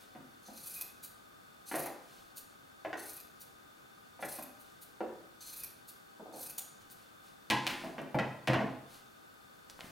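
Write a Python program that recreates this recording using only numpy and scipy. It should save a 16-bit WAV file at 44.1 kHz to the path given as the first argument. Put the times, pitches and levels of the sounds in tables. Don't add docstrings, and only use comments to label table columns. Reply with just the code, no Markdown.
import sys
import numpy as np
from scipy import signal
from scipy.io import wavfile
from scipy.ndimage import uniform_filter1d

SR = 44100
rng = np.random.default_rng(int(sys.argv[2]) if len(sys.argv) > 2 else 0)


def wrap_up_sound(samples):
    columns = np.atleast_2d(samples).T
    tamed = np.clip(columns, -1, 1)
    steps = np.round(tamed * 32767).astype(np.int16)
    wavfile.write(sys.argv[1], SR, steps)


N = 437031


def amp(db):
    return 10 ** (np.asarray(db) / 20)


def evened(x):
    return x / np.sqrt(np.mean(x ** 2) + 1e-20)


def burst(x):
    return x * np.sqrt(SR / 20 / np.sum(x ** 2))


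def read(points, hz):
    f, value = np.transpose(points)
    return np.interp(np.log(hz + 1), np.log(f + 1), value)


def add(mix, s, sound):
    part = mix[max(round(s * SR), 0):][:len(sound)]
    part += sound[:len(part)]


def wander(count, size):
    noise = rng.standard_normal(count)
    return evened(uniform_filter1d(uniform_filter1d(noise, size), size))


def colour(x, spectrum, size=4096):
    hz = abs(np.fft.fftfreq(size, 1 / SR))
    log_gain = np.log(amp(read(spectrum, hz)))
    taps = np.fft.ifft(np.exp(np.conj(signal.hilbert(log_gain)))).real
    return signal.oaconvolve(x, taps)[:len(x)]


def resonate(x, hz, width):
    turn = np.exp(2j * np.pi * np.cumsum(hz * np.ones(len(x))) / SR)
    r = np.exp(-np.pi * width / SR)
    smooth = signal.lfilter([1 - r], [1, -r], x / turn)
    return 2 * (turn * smooth).real


def ring(modes, build_s=0.009, beating=0.63):
    t = np.arange(SR) / SR
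    out = np.zeros(SR)
    for hz, db, t60 in modes:
        unsteady = 1 + beating * (wander(SR, size=700) + 1j * wander(SR, size=700))
        tone = np.exp(2j * np.pi * (hz * t + rng.random()))
        out += amp(db - 60 * t / t60) * (unsteady * tone).real
    return burst(-np.expm1(-t / build_s) * out)


def grains(per_s, spread_db):
    size = amp(spread_db * np.minimum(rng.exponential(1, N), 4))
    sign = rng.choice([-1, 1], N)
    return evened(size * sign * (rng.random(N) < per_s / SR))


def swells(rows):
    energy, t = np.zeros(N), np.arange(-SR // 2, SR // 2) / SR
    for s, db, rise, fall in rows:
        shape = amp(2 * db) * np.exp(-(t / np.where(t < 0, rise, fall)) ** 2)
        add(energy, s - .5, shape[max(round((.5 - s) * SR), 0):])
    return np.sqrt(energy)


def background():
    # (frequency [Hz], relative level [dB])
    hiss = [(20, -25), (45, -8), (110, -2), (220, -0.5), (350, -3.5), (550, -6.5), (900, -9), (1500, -7),
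            (2000, -14), (4500, -15.5), (6000, -17.5), (16000, -20)]
    # (frequency [Hz], level [dB])
    hiss_width = [(60, -9), (110, -7.5), (200, -1.5), (380, 3.5), (700, 6), (1290, 2), (2380, 2.5),
                  (4400, -5), (8120, -7.5), (15000, -20.5)]
    # (frequency [Hz], width [Hz], level before the stereo balance [dB])
    whirr_bands = [(788, 20, -76), (1237, 125, -68), (1502, 140, -69), (3560, 126, -74), (4430, 65, -78.5)]
    hiss_db = -61

    def layer():
        noise = rng.standard_normal(N)
        whirr = sum(amp(db) * evened(resonate(resonate(noise, hz, width), hz, width))
                    for hz, width, db in whirr_bands)
        return amp(hiss_db) * evened(colour(rng.standard_normal(N), hiss)) + whirr

    mid = amp(-2.0) * layer()
    side = amp(-1.0) * colour(layer(), hiss_width)
    return np.array([mid + side, mid - side]) * amp([[.7], [-.7]])


def room(x, scatter_db=-3, side_db=-9, out_db=-5):
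    # (delay [s], gain [factor])
    echoes = [(.0043, 0.19), (.0057, 0.29), (.007, -0.43), (.0094, .5), (0.0108, 0.31), (0.0117, -0.2)]
    # (frequency [Hz], time to fall by 60 dB [s])
    tail_times = [(120, 0.59), (400, 0.57), (1000, 0.6), (3000, 0.57), (7000, 0.58), (15000, 0.22)]
    # (frequency [Hz], level [dB])
    wet = [(120, 11.5), (500, 9.2), (1000, 3.5), (3000, 3.7), (7000, 0.76), (14000, 0.4)]
    t = np.arange(SR) / SR
    taps = rng.choice([-1., 1.], (2, SR)) * (rng.random((2, SR)) < 6000 / SR)
    early = taps * (t > .001) * (t < .013)
    hz, when, z = signal.stft(taps * (t > .013), SR, nperseg=256)
    t60 = read(tail_times, hz)[:, None]
    fade = amp(read(wet, hz)[:, None] - 60 * when / t60)
    z = z * fade * np.sqrt(np.log(10 ** 6) / t60 / np.sum(taps[0] ** 2))
    tail = signal.istft(z, SR, nperseg=256)[1][:, :SR]
    mid, side = tail + amp(scatter_db) * early / np.linalg.norm(early[0])
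    mid[0] += 1
    for s, gain in echoes:
        add(mid, s, np.array([gain]))
    response = np.array([mid + amp(side_db) * side, mid - amp(side_db) * side])
    return amp(out_db) * signal.oaconvolve(x[None], response, axes=1)[:, :N]


def ticks(cycles=0.48):
    # (time [s], level [dB], centre frequency [Hz])
    tick_rows = [(6.901, -72, 8000), (8.017, -72.5, 9000), (9.6991, -63, 5360), (9.7923, -61.5, 1230),
                 (9.808, -57, 3200), (9.8438, -62, 267)]
    out, t = np.zeros(N), np.arange(SR // 20) / SR
    for s, db, hz in tick_rows:
        tone = np.sin(2 * np.pi * hz * t) * np.exp(-t * hz / cycles)
        add(out, s, amp(db) * burst(tone))
    return out


def rustling():
    # (time [s], level before the room [dB], length: rise plus fall [s])
    rubs = [(.01, -56.5, 0.059), (2.143, -59.5, 0.17), (4.68, -64, 0.12), (6.815, -58.5, .016),
            (7.007, -63.5, .095), (7.27, -61, 0.063), (7.706, -45.5, 0.055), (7.82, -55, 0.15),
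            (8.942, -55, 0.081), (9.702, -47, 0.0083), (9.85, -55, 0.11)]
    # (frequency [Hz], relative level [dB])
    cloth = [(200, 4), (1500, 3.5), (4000, 7.5), (7000, 3), (10000, 3), (16000, -1.5)]
    rise_share = 0.52
    level = swells([(s, db, length * rise_share, length * (1 - rise_share)) for s, db, length in rubs])
    return level * evened(colour(grains(per_s=11000, spread_db=3.0), cloth))


def booming():
    # (time [s], level [dB])
    boom_rows = [(7.503, -39), (8.144, -33.5), (8.485, -27.5)]
    # (frequency [Hz], relative level [dB], time to fall by 60 dB [s])
    table_modes = [(74.5, -26, 0.67), (128.5, 0.5, 0.65), (141.4, -6, 0.54), (156.4, -6, 0.35),
                   (206.7, -2, 0.53), (288.4, -6, 0.44), (333.4, -6, 0.46), (512, -3, 0.41)]
    out = np.zeros(N)
    for s, db in boom_rows:
        add(out, s, amp(db) * ring(table_modes))
    return out


def table(contacts, drag_db=-2, thump_db=-2, lowest_hz=80, touch_db=-3.0, grip_s=0.0018):
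    # (frequency [Hz], relative level [dB])
    thump_spectrum = [(50, -19), (80, -24), (110, -24), (140, -4.5), (180, -7.5), (280, 1.5), (380, -4.5),
                      (800, -51.5)]
    knock_spectrum = [(100, -31), (200, -8), (300, 5), (390, -2.5), (510, 1.5), (800, 1.5), (1100, -13),
                      (1600, -20.5), (3000, -33.5), (8000, -90)]
    crack_spectrum = [(300, -53), (1000, 3.5), (1800, 10.5), (2800, 2), (3800, -10.5), (6000, -16.5),
                      (9000, -30.5), (16000, -42)]
    knock, thump, crack = np.zeros((3, N))
    t = np.arange(SR // 5) / SR
    slips = grains(per_s=1500, spread_db=3)[:len(contacts) * len(t)].reshape(len(contacts), -1)
    touch = amp(touch_db) * burst(signal.unit_impulse(len(t)))
    for (s, knock_db, low_db, crack_db, drag), stutter in zip(contacts, slips):
        dragging = stutter * -np.expm1(-t / grip_s) * np.exp(-t / drag)
        push = amp(drag_db) * burst(dragging) + touch
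        push /= np.linalg.norm(push)
        add(knock, s, amp(knock_db) * push)
        add(thump, s, amp(low_db + thump_db) * push)
        add(crack, s, amp(crack_db) * push)
    click = signal.unit_impulse(SR // 10)
    parts = ((knock, knock_spectrum), (thump, thump_spectrum), (crack, crack_spectrum))
    wood = sum(signal.oaconvolve(x, burst(colour(click, spectrum)))[:N] for x, spectrum in parts)
    return signal.sosfilt(signal.butter(2, lowest_hz, "high", fs=SR, output="sos"), wood)


def clacks():
    # (time [s], click level before the room [dB], ring level before mixing [dB])
    strikes = [(7.5013, -30.5, -28), (7.512, -39.5, -28.5), (7.6678, -33.5, -47), (8.188, -52, -37.5),
               (8.474, -39, -36), (8.534, -48, -32.5)]
    # (frequency [Hz], relative level [dB], time to fall by 60 dB [s])
    clack_modes = [(485, -19, 0.33), (724, -11, 0.24), (836, -3, 0.77), (914, 1, 0.53), (957, -7, 0.59),
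                   (1022, -3.5, 0.86), (1644, -1.5, 0.29), (1964, -3.5, 0.33), (2790, -3, 0.23),
                   (2970, -2, 0.23), (3280, 4, 0.11), (3730, -13, 0.18), (5399, -21, 0.098)]
    # (frequency [Hz], relative level [dB])
    steel = [(500, -16), (2500, 8), (4300, 2.5), (7000, -7.5), (10000, -10.5), (16000, -18)]
    clicks, rings = np.zeros((2, N))
    click = burst(colour(signal.unit_impulse(SR // 10), steel))
    for s, db, ring_db in strikes:
        add(clicks, s, amp(db) * click)
        add(rings, s, amp(ring_db) * ring(clack_modes))
    return clicks, rings


def sliding(db=-1, ring_db=-4):
    # (time [s], level before scrape and ring are weighed [dB])
    bright_rubs = [(1.04, -39.5), (2.373, -40.5), (3.413, -45.5), (4.606, -53.5), (4.824, -46.5),
                   (5.888, -44.5), (6.913, -47.5)]
    # (frequency [Hz], relative level [dB])
    scrape_spectrum = [(300, -71), (1500, -21), (3000, -32), (4200, -20), (5200, 5.5), (6200, 8), (7500, 4),
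                       (9500, 8), (12300, 7.5), (13500, 4), (14700, 9.5), (16000, 4.5)]
    # (frequency [Hz], width [Hz], relative level [dB])
    blade_free = [(1510, 120, -5), (3920, 95, 10), (4550, 420, 6.5), (6020, 520, 9), (7050, 500, 6.5),
                  (9070, 940, 7), (12260, 190, 15)]
    rise_s, fall_s = 0.0075, 0.01
    snap = (6.584, -25, 0.0028, 0.0022)
    scrape = grains(per_s=9000, spread_db=2.5)
    steel = evened(sum(amp(mode_db) * resonate(scrape, hz, width) for hz, width, mode_db in blade_free))
    level = swells([(s, rub_db, rise_s, fall_s) for s, rub_db in bright_rubs] + [snap])
    return level * (amp(db) * evened(colour(scrape, scrape_spectrum)) + amp(ring_db) * steel)


def squeeze(t, start, stop, peak_share, swell_db, ease_db=11):
    done = (t - start) / (stop - start)
    return np.interp(done, [0, np.clip(peak_share, .05, .95), 1], [-swell_db, 0, -ease_db])


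def blades(snaps, closure, modes):
    closure = np.clip(closure, 0, 1)
    out = np.zeros(len(snaps))
    for open_hz, shut_hz, width, open_db, shut_db in modes:
        hz = open_hz + (shut_hz - open_hz) * closure
        out += amp(open_db + (shut_db - open_db) * closure) * resonate(snaps, hz, width)
    return evened(out)


def cutting(crunch_db=-5.5, rasp_db=-5.0, fibre_db=-13, bite_db=3.0, nip_db=3, bite_rasp_db=-13,
            flutter_db=4.0, lurch=0.14):
    # (edges meet [s], blades stop [s],
    # crunch of the fibres [dB], rasp of the edges [dB], hardest squeeze at [share of the cut],
    # swell up to it [dB], last nip [dB])
    strokes = [(0.421, 0.813, -39, -54.5, 0.8, 27, -33.5), (1.654, 1.861, -38, -52, 0.67, 11, -38.5),
               (2.966, 3.202, -41.5, -54.5, .58, 8, -48), (4.2, 4.426, -40.5, -54.5, .57, 8, -39),
               (5.398, 5.637, -42, -51, 0.81, 12, -34), (6.325, 6.499, -40, -56, 0.66, 17, -37)]
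    # (open [Hz],
    # shut [Hz], width [Hz], relative level open [dB], relative level shut [dB])
    blade_low = [(2600, 2510, 92, -8, 16), (4270, 3960, 160, 7, 2), (4530, 4650, 230, 6.5, 4),
                 (5270, 4870, 170, -3, 5), (6170, 6200, 120, 14, -1), (7000, 6800, 260, 2, -1)]
    blade_high = [(8260, 9900, 250, 10, 2.6), (10750, 11200, 210, 9.2, 8.8), (12250, 12640, 280, 3, 15.7),
                  (11200, 12500, 290, 4, 7), (13200, 14400, 240, 2.4, 7.2)]
    # (frequency [Hz], relative level [dB])
    fibre = [(500, -64), (2000, -20), (5000, -1), (8000, -7), (12000, 2), (16000, -15)]
    attack_s, rasp_fade_db, after_stop_db, release_db_per_s = .008, 0.5, 14, 130
    bite_every_s, bite_jitter_s, bite_spread_db = 0.0346, 0.00097, 2.5
    bite_rise_s, bite_fall_s, nip_rise_s, nip_fall_s = 0.0041, 0.0031, 0.0017, 0.0024
    settle_s = 0.058
    out = np.zeros(N)
    snaps = grains(per_s=4500, spread_db=3.2)
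    fibres = evened(colour(snaps, fibre))
    for start, stop, crunch, rasp, peak_share, swell_db, nip in strokes:
        at = np.arange(int(start * SR), int(stop * SR) + SR // 8)
        t = at / SR
        done = np.minimum((t - start) / (stop - start), 1)

        release_db = np.where(t > stop, after_stop_db + release_db_per_s * (t - stop), 0)
        contact = np.minimum((t - start) / attack_s, 1) * amp(-release_db)
        contact *= amp(flutter_db * wander(len(at), size=350))

        late, strong = rng.standard_normal((2, 20))
        times = stop - bite_every_s * np.arange(1, 21) + bite_jitter_s * late
        force_db = squeeze(times, start, stop, peak_share, swell_db)
        levels = crunch + bite_db + force_db + bite_spread_db * strong
        rows = [(s, db, bite_rise_s, bite_fall_s) for s, db in zip(times, levels) if s > start]
        bites = swells(rows + [(stop, nip + nip_db, nip_rise_s, nip_fall_s)])[at]

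        closure = (t - start) / (stop - start + settle_s) + lurch * wander(len(at), size=700)
        low = blades(snaps[at], closure, blade_low)
        high = blades(snaps[at], closure, blade_high)
        crunch_level = amp(crunch + crunch_db + squeeze(t, start, stop, peak_share, swell_db))
        high_level = np.hypot(crunch_level * contact, bites)
        rasp_level = amp(rasp + rasp_db - rasp_fade_db * done)
        low_level = np.hypot(rasp_level * contact, amp(bite_rasp_db) * bites)
        out[at] += high_level * (high + amp(fibre_db) * fibres[at]) + low_level * low
    return out


def scene():
    # (time [s], knock [dB], low thump [dB], hard crack [dB],
    # time the thing drags on [s])
    contacts = [(.151, -50, -43.5, -56, 0.0058), (.485, -49.5, -50.5, -63, .006),
                (1.714, -39, -59, -40, 0.0026), (1.742, -31.5, -41.5, -36.5, 0.045),
                (1.862, -41, -47, -46, 0.0044), (2.849, -36, -46, -42, 0.0053),
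                (2.93, -39, -47, -37, 0.0025), (4.193, -46.5, -56, -56, 0.0058),
                (4.226, -38, -42, -39, 0.006), (4.387, -42, -48, -52, 0.0029),
                (5.006, -32, -43, -46.5, .005), (6.197, -45.5, -44.5, -69, 0.0043),
                (6.259, -46, -64, -70, 0.14), (6.336, -44.5, -48.5, -76, 0.023),
                (7.501, -34.5, -30.5, -30, 0.0082), (7.666, -39.5, -60, -39, 0.0036),
                (7.697, -57, -43, -37.5, 0.058), (7.838, -39, -36.5, -46, 0.036),
                (7.982, -37.5, -34.5, -40, 0.0076), (8.145, -28.5, -25.5, -40, 0.0044),
                (8.188, -34.5, -37, -30, 0.0015), (8.476, -32, -30, -28, 0.024),
                (8.534, -28.5, -33.5, -29.5, 0.015), (8.606, -33, -31.5, -42, 0.015),
                (9.806, -52.5, -50, -49, 0.08)]
    clicks, rings = clacks()
    near = ticks()
    handwork = cutting() + sliding() + rustling() + clicks + near
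    scissors = room(handwork, scatter_db=-1.5, side_db=-14.0, out_db=-8.0)
    spots = 3
    on_table = sum(room(table(contacts[k::spots]), scatter_db=-2, side_db=-10.5, out_db=-11.5)
                   for k in range(spots))
    return scissors * amp([[.3], [-.3]]) + on_table + booming() + amp(-6.5) * rings + near + background()


def record(dry):
    edge_hz = 16050
    low_pass = signal.firwin(511, edge_hz, window=("kaiser", 9), fs=SR)
    return signal.oaconvolve(dry, low_pass[None], "same")


dry = scene()
out = record(dry)
wrap_up_sound(out)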